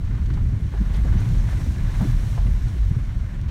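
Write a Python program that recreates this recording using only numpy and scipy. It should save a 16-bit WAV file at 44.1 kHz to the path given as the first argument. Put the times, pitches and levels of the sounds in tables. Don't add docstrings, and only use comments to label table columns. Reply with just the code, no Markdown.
import sys
import numpy as np
from scipy import signal
from scipy.fft import rfft, irfft
from scipy.io import wavfile
from scipy.ndimage import uniform_filter1d

SR = 44100
rng = np.random.default_rng(int(sys.argv[2]) if len(sys.argv) > 2 else 0)


def wrap_up_sound(samples):
    columns = np.atleast_2d(samples).T
    tamed = np.clip(columns, -1, 1)
    steps = np.round(tamed * 32767).astype(np.int16)
    wavfile.write(sys.argv[1], SR, steps)


def volts_from_db(level):
    exponent = np.asarray(level, float) / 20
    return 10 ** exponent


N = 154350

# t/s, firing rate/Hz, load/dB
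ENGINE_RUN = [(0, 28, -61.5), (.06, 28, -55.5), (.18, 27, -55), (.24, 26, -56), (.35, 25.5, -54.5),
              (.65, 25, -55.5), (.8, 23, -53), (1.1, 24.2, -49), (1.42, 23, -50), (1.6, 22, -49),
              (1.71, 21, -52.5), (1.98, 19.9, -47.5), (2.16, 21, -52), (2.3, 22.8, -51.5),
              (2.75, 18.3, -54), (3.5, 20.5, -55)]
# f/Hz, width/Hz, level/dB
BAY_MODES = [(550, 400, 6), (785, 830, 8.5), (1045, 600, 9), (1430, 264, 3.5), (1677, 350, 4),
             (1980, 170, -3.5), (3300, 570, -21)]
# t/s, spray level/dB
WATER = [(0, -59), (.6, -59), (.78, -55), (1.0, -53.5), (1.35, -51.5), (1.42, -52), (1.53, -50.5),
         (1.58, -51), (1.65, -49.5), (1.8, -52.5), (2.0, -49.5), (2.33, -50), (2.41, -53), (2.75, -54),
         (3.0, -57.5), (3.5, -61)]
# f/Hz, density/dB
SPRAY_SPECTRUM = [(1470, -34.5), (2500, -4), (4370, -8), (4940, -9), (6310, -9.5), (9540, -16.5),
                  (10500, -18.5), (11600, -19.5), (15600, -23.5)]
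# t/s, rumble level/dB
ROUGHNESS = [(0.0, -27.5), (0.42, -23.5), (0.8, -28.5), (1.13, -22.5), (2.32, -27), (2.62, -28.5),
             (2.85, -30), (3.5, -28.5)]
# f/Hz, density/dB
ROAD_SPECTRUM = [(11, -26), (18, -5), (49, -5), (111, -5.5), (139, -10.5), (346, -32), (520, -46.5),
                 (680, -47.5), (1140, -120)]
# t/s, length/s, level/dB, f/Hz
RUTS = [(.11, 0.078, -26, 53.1), (.22, 0.052, -22, 39.9), (.4, 0.12, -20, 40.1), (.6, 0.084, -22.5, 60.66),
        (.745, 0.1, -18.5, 50.04), (.95, 0.083, -20, 52), (1.04, 0.094, -19, 44.85),
        (1.14, 0.063, -18, 37.76), (1.3, 0.15, -17.5, 39), (1.43, 0.066, -23.5, 58.3),
        (1.525, 0.062, -17.5, 42), (1.625, 0.082, -24.5, 47.62), (1.78, 0.14, -20.5, 40.8),
        (1.955, 0.071, -19.5, 39.43), (2.06, 0.16, -19.5, 40), (2.265, 0.054, -21, 58.7),
        (2.385, 0.11, -20, 45.8), (2.5, 0.095, -19.5, 40.26), (2.632, 0.037, -18, 44.3),
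        (2.79, 0.054, -16.5, 56), (2.85, 0.046, -17, 45.9), (2.92, 0.09, -29.5, 49.3),
        (3.01, 0.046, -19, 47.1), (3.16, 0.023, -20, 50.87), (3.2, 0.029, -21.5, 44.15),
        (3.25, .035, -25, 52.2), (3.355, 0.029, -21.5, 42.03), (.3, 0.075, -27, 33.5),
        (.62, 0.11, -32, 29.87), (.86, 0.078, -23.5, 38), (3.07, 0.032, -25, 49.9), (.02, 0.075, -28, 32.7)]
# t/s, length/s, level/dB, f/Hz
JOLTS = [(.02, 0.039, -21, 102.5), (.15, 0.075, -25, 96.1), (.4, 0.084, -15.5, 75.2), (.43, 0.12, -20, 128),
         (.76, 0.012, -32, 111), (.91, 0.047, -26, 102.7), (1.09, 0.045, -17.5, 90.3),
         (1.19, 0.045, -19, 93.5), (1.28, 0.043, -15.5, 120), (1.37, 0.031, -43, 90),
         (1.53, 0.13, -27.5, 85), (1.67, 0.031, -14.5, 89.7), (1.82, 0.03, -21, 119.9),
         (2.0, 0.039, -16, 129.7), (2.08, 0.05, -17, 116.4), (2.25, 0.023, -21.5, 107),
         (2.35, 0.034, -21, 115.7), (2.43, 0.065, -20, 114.2), (2.63, 0.048, -24.5, 112),
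         (2.84, 0.077, -24, 82.6), (2.91, 0.01, -8.5, 95.6), (2.963, 0.019, -10, 105),
         (3.4, 0.035, -27, 113.5), (.185, 0.052, -20, 66.5), (.53, 0.021, -18, 110), (.65, 0.05, -21, 70),
         (2.51, 0.031, -17, 68), (2.72, 0.058, -26.5, 75), (3.1, 0.029, -30, 105.2),
         (3.0, 0.043, -27.5, 100), (1.6, 0.048, -28, 130.1), (2.17, 0.033, -29.5, 74.7),
         (3.45, 0.028, -23, 90)]
# t/s, peak level/dB, f/Hz, t60/s
MUD_LUMPS = [(.174, -56, 2470, 0.037), (.257, -44, 3440, 0.041), (.3, -33, 1300, 0.038),
             (.335, -46.5, 4000, 0.063), (0.044, -53, 5600, 0.05), (.936, -45, 2800, 0.18),
             (.96, -47, 6615, .05), (.934, -50, 6500, 0.045), (1.195, -41.5, 1600, 0.048),
             (0.97, -44, 1500, .08), (1.4, -52, 5000, 0.043), (2.1, -53.5, 4933, 0.076),
             (2.012, -43.5, 10800, 0.044), (2.68, -44.5, 4400, 0.037), (3.09, -40, 1700, 0.032),
             (1.2, -45, 6300, .05), (.74, -55, 3000, .06), (3.481, -45.5, 2500, 0.14)]
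# t/s, peak level/dB, f/Hz, t60/s
STONES = [(.17, -41, 156, 0.073), (.28, -38.5, 303, 0.19), (.735, -35, 400, 0.063), (.8, -21, 191.3, 0.11),
          (1.15, -15, 174, 0.05), (1.285, -24.5, 160.8, 0.3), (1.66, -28, 220, 0.1), (1.77, -26, 220, 0.07),
          (2.004, -18, 174.4, 0.17), (2.04, -26, 292, 0.1), (2.45, -29, 188, 0.35),
          (2.912, -16.5, 189, 0.048), (2.958, -18, 150.5, 0.082), (.092, -27.5, 198, 0.094),
          (.329, -28, 240, 0.057), (.378, -31, 205, 0.062), (.483, -31, 190, 0.061),
          (.635, -36, 239, 0.055), (.951, -44, 237, .07), (1.044, -30, 257, 0.1), (1.359, -33, 190, .07),
          (1.574, -34, 270, 0.12), (1.83, -30, 222, 0.07), (2.286, -36, 218, .07), (2.75, -33, 302, 0.069),
          (2.008, -19, 211, 0.055)]
# t/s, peak level/dB, f/Hz, t60/s
PANELS = [(.138, -50, 1220, .12), (1.65, -44, 535, .15), (1.76, -45, 1700, .15), (1.865, -48, 1700, .12),
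          (1.895, -50, 1040, .1), (2.027, -42, 1030, .1), (2.08, -45, 1700, .1), (2.43, -50, 980, .1),
          (2.465, -46, 1980, .09), (2.505, -48, 1650, .08), (2.545, -46, 1000, .08), (2.63, -47, 1950, .1),
          (2.69, -54, 3300, .07), (3.095, -49, 1950, .06), (.78, -49, 1654, .12), (1.075, -49, 1570, .1),
          (1.22, -46, 2450, .08), (3.29, -48, 1760, .08), (.7, -53, 2030, .07), (1.178, -48, 6000, 0.074),
          (1.38, -53, 6300, .12), (2.05, -31, 270, .15)]
# t/s, peak level/dB, f/Hz, t60/s
TRIM = [(.736, -37.5, 793, 0.1), (.77, -41.5, 1110, 0.063), (1.045, -40.5, 550, 0.21),
        (1.071, -39.5, 950, 0.073), (1.526, -34.5, 790, 0.032), (.175, -47, 810, 0.089),
        (1.6, -44, 1000, 0.11), (2.002, -30.5, 720, 0.1), (2.027, -45, 1015, 0.15),
        (2.376, -31, 741, 0.075), (2.945, -43, 1200, 0.063), (.37, -43, 966, 0.09)]
# f/Hz, width/Hz, depth (0-1)
DASH_DIPS = [(2674, 300, 0.36), (4950, 460, 0.35), (7600, 500, 0.26), (10400, 530, 0.3)]


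def unit(x):
    return x / np.sqrt(np.mean(x ** 2))


def curve(table, column):
    points = np.array(table)
    return np.interp(np.arange(N) / SR, points[:, 0], points[:, column])


def walk(rate_hz):
    hold = int(SR / rate_hz)
    steps = np.repeat(rng.standard_normal(N // hold + 1), hold)
    slewed = uniform_filter1d(uniform_filter1d(steps, hold), hold)
    return unit(slewed[:N])


def band(x, f_hz, width_hz):
    b, a = signal.iirpeak(min(f_hz, .45 * SR), f_hz / width_hz, SR)
    return signal.lfilter(b, a, x)


def colour(x, spectrum):
    f_hz, level_db = np.array(spectrum).T
    bins_hz = np.maximum(np.arange(N // 2 + 1) * SR / N, 1)
    gain_db = np.interp(np.log(bins_hz), np.log(f_hz), level_db, left=-80)
    return unit(irfft(rfft(x) * volts_from_db(gain_db), N))


def swells(table, gain_db, wobble, overtone):
    spread, flutter_db = 1.48, 1.3
    out, t = np.zeros(N), np.arange(N) / SR
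    drift = 1 + wobble * walk(30)
    for (start_s, length_s, db, f_hz), turn in zip(table, rng.random(len(table))):
        middle_s = start_s + length_s / 2
        progress = np.clip((t - middle_s) / (length_s * spread) + .5, 0, 1)
        angle = 2 * np.pi * (np.cumsum(f_hz * drift) / SR + turn)
        cycle = np.sin(angle) + overtone * np.sin(2 * angle)
        out += volts_from_db(db + gain_db) * np.sin(np.pi * progress) * cycle
    return out * volts_from_db(flutter_db * walk(25.29))


def hits(table, width, rise_s, tone):
    out = np.zeros(N + SR)
    t = np.arange(SR // 2) / SR
    for start_s, db, f_hz, t60_s in table:
        noise = rng.standard_normal(len(t))
        body = unit(band(band(noise, f_hz, f_hz * width), f_hz, f_hz * width))
        ring = body + tone * np.sin(2 * np.pi * f_hz * t)
        envelope = volts_from_db(db - 60 * (t / t60_s) ** 1.248) * (1 - np.exp(-t / rise_s))
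        start = int(start_s * SR)
        out[start:start + len(t)] += envelope * ring
    return out[:N]


def engine():
    firing_scatter_db, puff_decay_cycles, puff_rise_s, steady = 1.6, .45, .009, 1.1
    rattle_db, rattles_per_s, throb_db = 1.4, 22, 15
    phase = np.cumsum(curve(ENGINE_RUN, 1) * (1 + .04 * walk(12))) / SR
    size = volts_from_db(firing_scatter_db * rng.standard_normal(N // 100))[phase.astype(int)]
    puff = uniform_filter1d(size * np.exp(-(phase % 1) / puff_decay_cycles), int(puff_rise_s * SR))
    gas = (steady + puff) * rng.standard_normal(N)
    clatter = np.zeros(N)
    for f_hz, width_hz, db in BAY_MODES:
        mode = unit(band(band(gas, f_hz, width_hz), f_hz, 3 * width_hz))
        clatter += volts_from_db(db + rattle_db * walk(rattles_per_s)) * mode
    throb = unit(band(band(puff, 130, 105), 105.4, 120))
    return volts_from_db(curve(ENGINE_RUN, 2) + 5.5) * (unit(clatter) + volts_from_db(throb_db) * throb)


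def spray():
    drops_per_s, drop_scatter_db, drop_share = 2500, 2.2, .45
    gust_db, gusts_per_s = 1.2, 24
    brighten, dry_db = .31, -56
    landed = rng.random(N) < drops_per_s / SR
    drops = landed * volts_from_db(drop_scatter_db * rng.exponential(size=N)) * rng.standard_normal(N)
    hiss = rng.standard_normal(N)
    water = colour(drop_share * unit(drops) + hiss, [(500, 8.75)] + SPRAY_SPECTRUM)
    wet_db, out = curve(WATER, 1), np.zeros(N)
    for k, f_hz in enumerate(1000 * 2. ** np.arange(0, 4.1, .5)):
        tilt_db = brighten * (k - 5) / 2 * (wet_db - dry_db)
        out += volts_from_db(tilt_db + gust_db * walk(gusts_per_s)) * band(water, f_hz, f_hz / 3)
    return volts_from_db(wet_db) * out


def road():
    clods = volts_from_db(1.3 * walk(60)) * rng.standard_normal(N)
    return volts_from_db(curve(ROUGHNESS, 1) + 3) * colour(clods, ROAD_SPECTRUM + [(900, -75.5)])


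def cab_booms():
    return swells(RUTS, gain_db=4, wobble=.07, overtone=.25)


def floor_shudders():
    return swells(JOLTS, gain_db=0, wobble=.04, overtone=0)


def mud_splats():
    return hits(MUD_LUMPS, width=1.1, rise_s=.003, tone=0)


def stone_thumps():
    return hits(STONES, width=.45, rise_s=.0097, tone=1.36)


def panel_rings():
    return hits(PANELS, width=.12, rise_s=.007, tone=.8)


def trim_knocks():
    return hits(TRIM, width=.95, rise_s=.003, tone=.4)


def scene():
    mix = engine() + spray() + road()
    mix = mix + cab_booms() + floor_shudders()
    mix = mix + mud_splats() + stone_thumps() + panel_rings() + trim_knocks()
    for f_hz, width_hz, depth in DASH_DIPS:
        mix = mix - depth * band(mix, f_hz, width_hz)
    return mix[None]


def roll_off(x):
    return signal.sosfilt(signal.butter(12, 15710, fs=SR, output="sos"), x)


def record(dry):
    limited = np.tanh(1.7 * dry) / 1.868
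    return roll_off(limited)


dry = scene()
out = record(dry)
wrap_up_sound(out)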